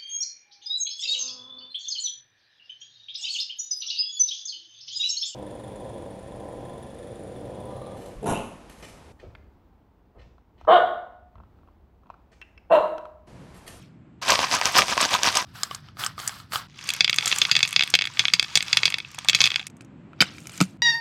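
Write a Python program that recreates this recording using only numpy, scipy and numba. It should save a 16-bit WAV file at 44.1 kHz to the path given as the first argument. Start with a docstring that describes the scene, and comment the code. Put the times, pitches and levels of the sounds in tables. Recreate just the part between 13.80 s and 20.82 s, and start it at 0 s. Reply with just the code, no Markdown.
"""Hard sweets in a plastic bag, heard close up in a quiet kitchen: the bag is shaken, cut open with scissors and
tipped over a wooden tray, where the sweets land, bounce and roll; then a fingernail taps and the tray is set down.
Blows ring the damped modes of each object; dense runs of tiny blows make rattle, scrape and crinkle.
A phone microphone close by hears this with short room echoes and a low noise rumble, through a peak limiter."""
import sys
import numpy as np
from scipy import signal
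from scipy.fft import rfft, irfft
from scipy.io import wavfile
from scipy.ndimage import uniform_filter1d, minimum_filter1d
from numba import njit

SR = 44100
rng = np.random.default_rng(int(sys.argv[2]) if len(sys.argv) > 2 else 0)


def volts(x):
    """Linear amplitude factor 10**(x/20) for a level x in dB, scalar or array-like."""
    e = np.asarray(x, float) / 20
    return 10 ** e


def to_wav(s):
    """Save 16-bit WAV."""
    ch = np.atleast_2d(s).T  # columns
    pcm = np.round(np.clip(ch, -1, 1) * 32767)  # PCM
    wavfile.write(sys.argv[1], SR, pcm.astype(np.int16))


N = 309582

# cuts between the close-up sections: start_s of every section but the first
CUTS_S = [.414, 1.649, 2.872, 5.883, 6.972]
# room rumble, shape of its spectrum: pitch_hz [Hz], density_db [dB per Hz, relative]
RUMBLE_SHAPE = [(18, -39.5), (30, -19.5), (65, -8.5), (135, 0.5), (315, -10.5), (458, -23), (585, -23.5),
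                (932, -28), (1240, -29.5), (1590, -32.5), (1850, -33.5), (2580, -36), (6000, -57.5),
                (7800, -51), (13200, -120)]
# room rumble, one row a section: deep_db [dB rms], upper_db [dB rms]
RUMBLE_LEVELS = [(-54.5, -54.5), (-54.5, -69.5), (-50.5, -60.5), (-54.5, -61), (-54, -49.5), (-46, -54.5)]

# Object modes: pitch_hz [Hz], width_hz [Hz], level_db [dB within the set]; widths under 10 Hz ring as 10 Hz
# bag full of sweets
BAG_MODES = [(90, 110, -25), (200, 130, -19.5), (372, 230, -22), (685, 180, -8), (980, 122, -4.5),
             (1185.5, 51, -11.5), (1670, 310, -1.5), (2440, 560, 4.5), (3210, 1020, 11), (3880, 290, -8),
             (4920, 690, 7), (5890, 280, -3.5)]
# scissor blades
BLADE_MODES = [(594, 130, -27), (863, 170, -3.5), (1264, 65, 1.5), (1586, 61, -3), (2054, 340, 3.5),
               (3140, 230, 5), (3940, 200, -7.5), (4620, 226, 7.5)]
# wooden tray hit by sweets
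TRAY_MODES = [(116.9, 7.5, -40), (171.2, 13, -38.5), (343, 165, -25.5), (523, 526, -18), (800, 290, -18.5),
              (1270, 190, -15), (1600, 190, -15), (1850, 140, -12), (2200, 170, -4), (2550, 150, -3),
              (2700, 150, -4), (3270, 160, -2), (3450, 175, 0), (3950, 170, -6), (4200, 150, -10),
              (4400, 150, -9), (4650, 180, -4), (4724, 300, 2.5), (5380, 265, -7.5), (5880, 147, -22),
              (6080, 220, -9.5), (6710, 550, -7)]
# fingernail taps and faint scrapes
NAIL_MODES = [(640, 430, -5.5), (1390, 160, -1), (2370, 177, 5.5), (3050, 57, -6.5), (3760, 450, 6.5),
              (4940, 120, -0.5)]
# crinkling film, also the thin crack on top of every blow
FILM_MODES = [(6640, 1170, 21.5), (7900, 200, 4), (9150, 315, 0), (10330, 5100, -6.5), (11600, 570, 3),
              (14200, 1200, -9)]
# film sheared by the blades
SHEAR_MODES = [(6340, 780, -12.5), (7780, 910, -5.5), (9260, 1200, -11), (11240, 1080, -5.5),
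               (13800, 2100, 1)]
# board of the tray against the worktop
BOARD_MODES = [(140, 40, -4), (188, 19, -1), (285, 60, -2), (390, 80, -6), (640, 100, -9), (950, 100, -13)]

# faint scrape and wrapper rustle, at the very start, after the first taps and as the tray shifts:
# start_s [s], hold_s [s], scrape_db [dB rms], wrappers_db [dB rms]
SCRAPES = [(0, 0.017, -56, -66), (6.442, 0.021, -39, -59), (6.556, 0.087, -59, -56.5),
           (6.73, 0.098, -47.5, -51)]
# jerks of the wrist, the sweets piling into one end of the bag: start_s [s], hold_s [s], rattle_db [dB rms]
SHAKES = [(0.416, 0.0082, -29.5), (0.491, 0.038, -18), (0.597, 0.047, -25), (0.723, 0.031, -19.5),
          (0.854, 0.021, -20), (0.974, 0.012, -11.5), (1.099, 0.012, -21), (1.206, 0.031, -19),
          (1.33, 0.011, -18.5), (1.454, 0.015, -17), (1.554, 0.042, -22.5)]
# sweets clacking in the bag: start_s [s], body_db [dB], crack_db [dB]
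CLACKS = [(.434, -14.5, -52), (.46, -33, -39), (.4868, -22, -13), (.5027, 11.5, -6), (.5903, -18.5, -45),
          (.6989, -34, -40), (.7205, -6, -23.5), (.7496, -11, -10.5), (.8137, -3, -39.5), (.8562, 3, -11.5),
          (.961, -8, -27.5), (.9677, 9, -25.5), (.9919, 6, -10), (1.0053, -20, -26), (1.089, -15, -24),
          (1.103, -30, -16.5), (1.1777, 0.5, -51), (1.2116, -14, -8), (1.3081, -15.5, -19),
          (1.4331, 1, -12), (1.4531, -12.5, -48.5), (1.5545, -7.5, -10.5), (1.5708, 11.5, -6.5),
          (1.6025, -13, -37)]
# strokes of the scissors: start_s [s], hold_s [s], blades_db [dB rms], sheared_film_db [dB rms]
STROKES = [(1.67, 0.035, -58.5, -72), (1.753, 0.11, -44.5, -51), (1.911, 0.039, -47, -52.5),
           (2.044, 0.049, -57.5, -77), (2.195, 0.046, -34, -38.5), (2.39, .095, -40.5, -44.5),
           (2.517, 0.081, -49, -53.5), (2.734, 0.02, -30.5, -33.5)]
# snips of the blades: start_s [s], body_db [dB], crack_db [dB]
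SNIPS = [(1.8333, -9, -11), (1.9115, -17.5, -57.5), (1.9317, -52, -43), (1.9477, -24, -19.5),
         (2.0864, -35, -54), (2.17, -32, -51), (2.1929, -33, -40.5), (2.238, -12, -26),
         (2.2467, -34, -16.5), (2.2633, -12, -14.5), (2.3797, -22, -57), (2.391, -25.5, -33),
         (2.3997, -21, -25.5), (2.4764, -17.5, -9.5), (2.4939, -21.5, -33), (2.6006, -30, -42),
         (2.7216, -20.5, -30.5), (2.7347, -18.5, -44.5), (2.7577, -9.5, -40), (2.7737, -47, -27)]
# sweets sliding from the tipped bag: start_s [s], level_db [dB, before the gain of each layer it drives]
TIP = [(2.88, -59), (3.07, -34), (3.19, -33.5), (3.26, -45), (3.49, -25), (3.8, -35.5), (4.09, -36),
       (4.2, -48), (4.43, -34), (4.55, -40.5), (4.96, -32), (5.09, -34.5), (5.25, -47.5), (5.47, -40.5),
       (5.63, -29), (5.88, -50)]
# sweets landing on the tray: start_s [s], body_db [dB], crack_db [dB]
DROPS = [(2.9898, -25.5, -40.5), (3.0402, -31, -28), (3.0732, -30, -27), (3.0898, -8.5, -12.5),
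         (3.1031, -9, -16), (3.1367, -17, -15.5), (3.1644, -23, -27), (3.2069, 9, -23.5),
         (3.2451, 4.5, -33), (3.2783, -4.5, -45), (3.296, -1, -17.5), (3.3292, -6, -36),
         (3.3425, -13.5, -22), (3.3616, -22, -15.5), (3.3845, 1.5, -21), (3.4084, -16.5, -48.5),
         (3.425, -11.5, -43.5), (3.4473, -18.5, -57), (3.4585, -13.5, -7), (3.4765, -9, -6.5),
         (3.5145, -6.5, -28), (3.526, -2, -38), (3.5602, -17.5, -15.5), (3.5851, -18, -8.5),
         (3.6165, 9, -16.5), (3.6514, -3.5, -37), (3.714, 11.5, -9), (3.7532, -2, -52), (3.7652, 7, -19),
         (3.7908, -7.5, -21), (3.8055, -7.5, -47.5), (3.829, 10, -13.5), (3.8509, -9, -52.5),
         (3.8762, -16.5, -16.5), (3.8902, -24, -22.5), (3.9081, -28.5, -27), (3.9276, -12, -19),
         (3.9393, -21.5, -51), (3.9621, 7.5, -22), (3.9938, -1, -45.5), (4.0085, -1.5, -43.5),
         (4.0236, -3, -42.5), (4.0356, -7.5, -19.5), (4.0755, -17, -39), (4.1019, -29.5, -16.5),
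         (4.1396, 9.5, -33.5), (4.1518, 6.5, -9), (4.1895, -5, -37.5), (4.2107, -6.5, -35.5),
         (4.2205, -4, -34.5), (4.2408, -11, -44), (4.2537, -12.5, -27), (4.272, -11.5, -27),
         (4.3718, -17, -54.5), (4.3934, 12, -11), (4.4532, -2.5, -38), (4.4822, -4.5, -34),
         (4.5004, -19, -51), (4.5365, 11, -4), (4.5958, 1, -16.5), (4.6271, -8, -20.5),
         (4.6449, -16, -38.5), (4.7547, 14, -1.5), (4.7733, 1.5, -9), (4.8061, -9, -42), (4.8258, -11, -17),
         (4.8821, -20.5, -35), (4.9296, 7, -16), (4.9709, 9.5, -8.5), (4.9891, -15, -42.5),
         (5.0324, -1, -29), (5.0549, 11.5, -6), (5.0787, -8.5, -43), (5.1027, -15.5, -22),
         (5.1229, -13, -38), (5.1417, -5, -33.5), (5.1839, -11.5, -26), (5.2018, -15.5, -48),
         (5.248, -23, -67), (5.3149, -48, -32), (5.3457, -30, -27.5), (5.3871, -18.5, -20),
         (5.4467, -24.5, -27), (5.4857, 7, -10.5), (5.496, 6, -7.5), (5.5315, -6.5, -44.5),
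         (5.5412, -18, -46), (5.5478, 10.5, -4.5), (5.5885, -16.5, -29), (5.6051, 13.5, -13.5),
         (5.6155, 2.5, -11), (5.6309, -12.5, -23), (5.64, 12, -13.5), (5.6561, -1.5, -15.5),
         (5.6651, -3.5, -22.5), (5.6736, -5, -22.5), (5.7035, -10, -27), (5.717, -10, -38),
         (5.7419, -11.5, -45.5), (5.7593, -4, -22.5), (5.7951, -13.5, -37), (5.8008, -18.5, -51),
         (5.8277, -27, -49), (5.8678, -22.5, -19.5)]
# dull knocks of the nearly empty bag buckling: start_s [s], level_db [dB]
BUCKLES = [(5.3457, -35), (5.3838, -23), (5.4473, -28.5), (5.456, -25.5)]
# fingernail taps: start_s [s], body_db [dB], crack_db [dB]
TICKS = [(5.8998, -44, -42), (5.9677, -54, -42.5), (6.0085, -33.5, -38.5), (6.0202, -47, -45.5),
         (6.0476, -54, -44), (6.3327, -34, -95), (6.3911, -43.5, -63), (6.4054, 9.5, -16.5),
         (6.4154, -0.5, -16), (6.4232, -1, -52.5), (6.5502, -37, -54), (6.5827, -28.5, -38),
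         (6.6563, -34, -46), (6.6706, -29, -24.5), (6.695, -29.5, -31), (6.756, -46, -35),
         (6.777, -29, -24.5), (6.805, -8, -27), (6.8369, -29, -25.5)]
# tray meeting the worktop: start_s [s], board_db [dB], jolted_load_db [dB]
THUMPS = [(6.407, -13.5, -12.5), (6.418, -57, -18), (6.804, -10, -24.5), (6.811, -5, -13)]


def section():
    """Number of the close-up section that each sample belongs to."""
    return np.searchsorted(CUTS_S, np.arange(N) / SR)


def unit(x):
    """Scale to rms 1."""
    return x / np.sqrt(np.mean(x ** 2))


def rumble():
    """Low noise of the house; its deep and upper parts change level from section to section."""
    hz, db = np.transpose(RUMBLE_SHAPE)
    f = np.arange(N // 2 + 1) * SR / N + 1
    noise = volts(np.interp(np.log(f), np.log(hz), db)) * rfft(rng.standard_normal(N))
    deep = 1 / (1 + (f / 170) ** 6)  # the parts meet at 170 Hz
    deep_gain, upper_gain = volts(RUMBLE_LEVELS)[section()].T
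    deep_noise = unit(irfft(deep * noise, N))
    upper_noise = unit(irfft((1 - deep) * noise, N))
    return deep_gain * deep_noise + upper_gain * upper_noise


@njit
def rings(length, at, pole, start, rise):
    """Sum of damped modes: each swells while the contact lasts and dies away to 0.3 % of its start."""
    out = np.zeros(length)
    for k in range(len(at)):
        z, gap, i = start[k], 1., at[k]
        stop = .003 * abs(z)
        while abs(z) > stop and i < length:
            gap *= rise
            out[i] += z.imag * (1 - gap)
            z *= pole[k]
            i += 1
    return out


def ring(modes, s, size, tilt_db, spot_db, detune, contact_s, reach=0.96):
    """Blows ring the modes; each lands on its own spot, so strength, phase and pitch of every mode differ a little."""
    luck = rng.standard_normal((len(s), 3, len(modes)))
    heard = size > 1e-6
    luck, s, size, tilt_db = luck[heard], s[heard], size[heard], tilt_db[heard]
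    hz, width, db = np.transpose(modes)
    # brightness acts at most reach octaves below the middle mode
    octaves = np.maximum(np.log2(hz / hz[len(hz) // 2]), -reach)
    gain = volts(db + spot_db * luck[:, 0] + np.outer(tilt_db, octaves))
    gain *= (size / np.sqrt(np.sum(gain ** 2, axis=1)))[:, None]
    turning = 2j * np.pi * hz * (1 + detune * luck[:, 1])
    damping = np.pi * np.maximum(width, 10)
    pole = np.exp((turning - damping) / SR)
    # neighbouring modes start in opposite phase, the more loosely the more the spots differ
    phase = np.pi * np.arange(len(modes)) + 0.38 * spot_db * luck[:, 2]
    start = gain * np.exp(1j * phase)
    at = np.repeat((s * SR).astype(np.int64), len(modes))
    return rings(N, at, pole.ravel(), start.ravel(), np.exp(-1 / (contact_s * SR)))


def blows(events, modes, bright, spot_db, detune, reach=0.84):
    """Separate blows on one object, each with a thin crack of five quick clicks; sharper and harder is brighter."""
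    s, body_db, crack_db = np.transpose(events)
    # bright: dB per octave at a -30 dB crack and a 0 dB body, more per dB of crack, more per dB of body
    tilt_db = bright[0] + bright[1] * (crack_db + 30.0) + bright[2] * body_db
    late = 0.0018 * rng.exponential(size=(len(s), 5)) * np.minimum(np.arange(5), 1)  # s, the first at once
    clicks = volts(crack_db[:, None] - 220 * late).ravel()  # later clicks are weaker
    click_s = (s[:, None] + late).ravel()
    crack = ring(FILM_MODES, click_s, clicks, 0 * clicks, 4., .08, contact_s=.00008)
    body = ring(modes, s, volts(body_db), tilt_db, spot_db, detune, 0.0001, reach)
    return body + crack


def patter(modes, effort, count, spread_db, detune):
    """A dense run of tiny blows whose rms follows the effort; spread_db > 0: a few strong, < 0: a few faint."""
    chance = rng.random((count, 2))
    place = chance[:, 0] * N
    size = volts(np.minimum(-spread_db * np.log(1 - chance[:, 1]), 24))
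    _, width, db = np.transpose(modes)
    # a mode of strength g and width w rings out an energy of g^2 / (4 pi w)
    energy = np.sum(volts(2 * db) / (4 * np.pi * width)) / np.sum(volts(2 * db))
    size *= effort[place.astype(int)] / np.sqrt(np.sum(size ** 2) * energy * SR / N)
    return ring(modes, place / SR, size, 0 * size, 7.45, detune, contact_s=0.00011)


def swells(start, length, db, rise_db_s, fall_db_s):
    """Gain of movements that rise, hold and fall away, each within its own section."""
    t, out = np.arange(N) / SR, np.zeros(N)
    for s, hold, top in np.broadcast(start, length, db):
        away = rise_db_s * np.maximum(s - t, 0) + fall_db_s * np.maximum(t - s - hold, 0)
        out += volts(top - away) * (section() == np.searchsorted(CUTS_S, s))
    return out


def pouring():
    """Gains of sliding sweets and of crinkling film while the bag is tipped; the film grows faster."""
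    slide_db = np.interp(np.arange(N) / SR, *np.transpose(TIP))
    film_db = -59.5 + 1.47 * (slide_db + 39)  # -59.5 dB at a slide of -39 dB
    tipped = section() == 3
    return volts(slide_db) * tipped, volts(film_db) * tipped


def faint_scrapes():
    """Faint scrapes at the very start and late on, each a run of tiny blows nearly alike in strength."""
    s, hold, scrape_db, _ = np.transpose(SCRAPES)
    scrape = swells(s, hold, scrape_db, rise_db_s=401.5, fall_db_s=182)
    return patter(NAIL_MODES, scrape, count=10000, spread_db=-1.0, detune=0.148)


def film_crinkle():
    """Film and wrappers crackle in tiny snaps with the faint scrapes, the shaking and the tipping of the bag."""
    s, hold, _, wrappers_db = np.transpose(SCRAPES)
    crinkle = pouring()[1] + swells(s, hold, wrappers_db, rise_db_s=401.5, fall_db_s=182)
    s, hold, rattle_db = np.transpose(SHAKES)
    # the film lies 15.5 dB under the rattle
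    crinkle += swells(s, hold, rattle_db - 15.5, rise_db_s=400.5, fall_db_s=263.5)
    return patter(FILM_MODES, crinkle, count=18000, spread_db=3.0, detune=0.12)


def shaken_bag():
    """Sweets tumble in tiny blows at every jerk of the wrist, with louder separate clacks."""
    s, hold, rattle_db = np.transpose(SHAKES)
    tumble = swells(s, hold, rattle_db, rise_db_s=509.5, fall_db_s=315)
    rattle = patter(BAG_MODES, tumble, count=20000, spread_db=3.5, detune=0.065)
    return rattle + blows(CLACKS, BAG_MODES[2:], (.1, .2, .01), spot_db=2.0, detune=0.055)


def scissors():
    """Blades saw and snip through the bag, and the sheared film parts in tiny high snaps."""
    s, hold, blades_db, film_db = np.transpose(STROKES)
    saw = swells(s, hold, blades_db, rise_db_s=1000, fall_db_s=212)
    part = swells(s, hold, film_db, rise_db_s=1000, fall_db_s=327.5)
    sawing = patter(BLADE_MODES, saw, count=30000, spread_db=1.8, detune=0.14)
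    snips = blows(SNIPS, BLADE_MODES, (.1, 0.17, 0.014), spot_db=3.87, detune=0.059)
    shear = patter(SHEAR_MODES, part, count=20000, spread_db=1.0, detune=0.039)
    return sawing + snips + shear


def tipped_bag():
    """Sweets slip out along the film in small blows; the nearly empty bag buckles with dull knocks."""
    slide = .6 * patter(BAG_MODES[5:], pouring()[0], count=12000, spread_db=3.2, detune=.15)
    s, db = np.transpose(BUCKLES)
    return slide + ring(BAG_MODES[2:7], s, volts(db), 0 * s, 2.7, .05, contact_s=0.000295)


def sweets_on_tray():
    """Sweets land and bounce as blows on the wood, and roll as a run of tiny ones."""
    rolling = 0.3 * patter(TRAY_MODES, pouring()[0], count=6000, spread_db=2.5, detune=0.019)
    return rolling + blows(DROPS, TRAY_MODES, (-3, .12, .45), spot_db=1.8, detune=.008, reach=.15)


def nail_taps():
    """A fingernail ticks in short blows."""
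    return blows(TICKS, NAIL_MODES, (-1.1, 0.4, .01), spot_db=1.6, detune=0.033)


def tray_set_down():
    """The board thumps on the worktop, a soft 2 ms contact, and shakes its load."""
    s, board_db, load_db = np.transpose(THUMPS)
    thumps = ring(BOARD_MODES, s, volts(board_db), 0 * s, 1., .005, contact_s=.002)
    # the jolted load jumps many times within a few hundredths of a second
    chance = rng.exponential(size=(len(s), 2, 40))
    when = (s[:, None] + 0.0096 * chance[:, 0]).ravel()
    size = (volts(load_db)[:, None] * chance[:, 1] * np.exp(-chance[:, 0])).ravel()
    load = ring(NAIL_MODES + FILM_MODES, when, size, 0 * when - 2.5, 5., .1, contact_s=.0001)
    return thumps + load


def room(x):
    """Short, dense echoes off worktop and walls, a little dull: decaying noise as impulse response."""
    t60_s, level_db, dull_hz = 0.07, -17, 8100
    t = np.arange(SR // 2) / SR
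    echo = rng.standard_normal(len(t)) * volts(-60 * t / t60_s) * np.minimum(t / .003, 1)
    echo = signal.lfilter(*signal.butter(1, dull_hz, fs=SR), echo)
    return volts(level_db) * signal.fftconvolve(x, echo / np.sqrt(np.sum(echo ** 2)))[:N]


def scene():
    """Bag and tray in the room, over the rumble; each cut stops the echoes and the next section fades in fast."""
    near = faint_scrapes() + film_crinkle() + shaken_bag() + scissors()
    near += tipped_bag() + sweets_on_tray() + nail_taps() + tray_set_down()
    echoes = np.zeros(N)
    for k in range(len(CUTS_S) + 1):
        inside = section() == k
        echoes += room(near * inside) * inside
    since_cut_s = np.arange(N) / SR - np.array([-1, *CUTS_S])[section()]  # the first section starts at full level
    fade_in = np.minimum(since_cut_s / .01, 1)
    return ((near + echoes + rumble()) * fade_in)[None]


def roll_off(x):
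    """The treble ends steeply here."""
    return signal.sosfilt(signal.butter(12, 16970, fs=SR, output="sos"), x)


def record(dry):
    """The phone microphone drops the deepest bass; a look-ahead limiter turns down peaks above 0.92 of full scale."""
    mic = signal.sosfilt(signal.butter(3, 58., "high", fs=SR, output="sos"), dry)
    gain = np.minimum(1, .92 / (np.abs(mic) + 1e-9))
    gain = uniform_filter1d(minimum_filter1d(gain, size=129), size=65)  # acts just ahead of each peak
    release_s = 0.075
    keep = np.exp(-1 / (release_s * SR))
    slow_cut = signal.lfilter([1 - keep], [1, -keep], 1 - gain)
    gain = np.minimum(gain, 1 - slow_cut * 1.5).clip(.1)  # lets go slowly
    return roll_off(mic * gain)


dry = scene()
out = record(dry)
to_wav(out)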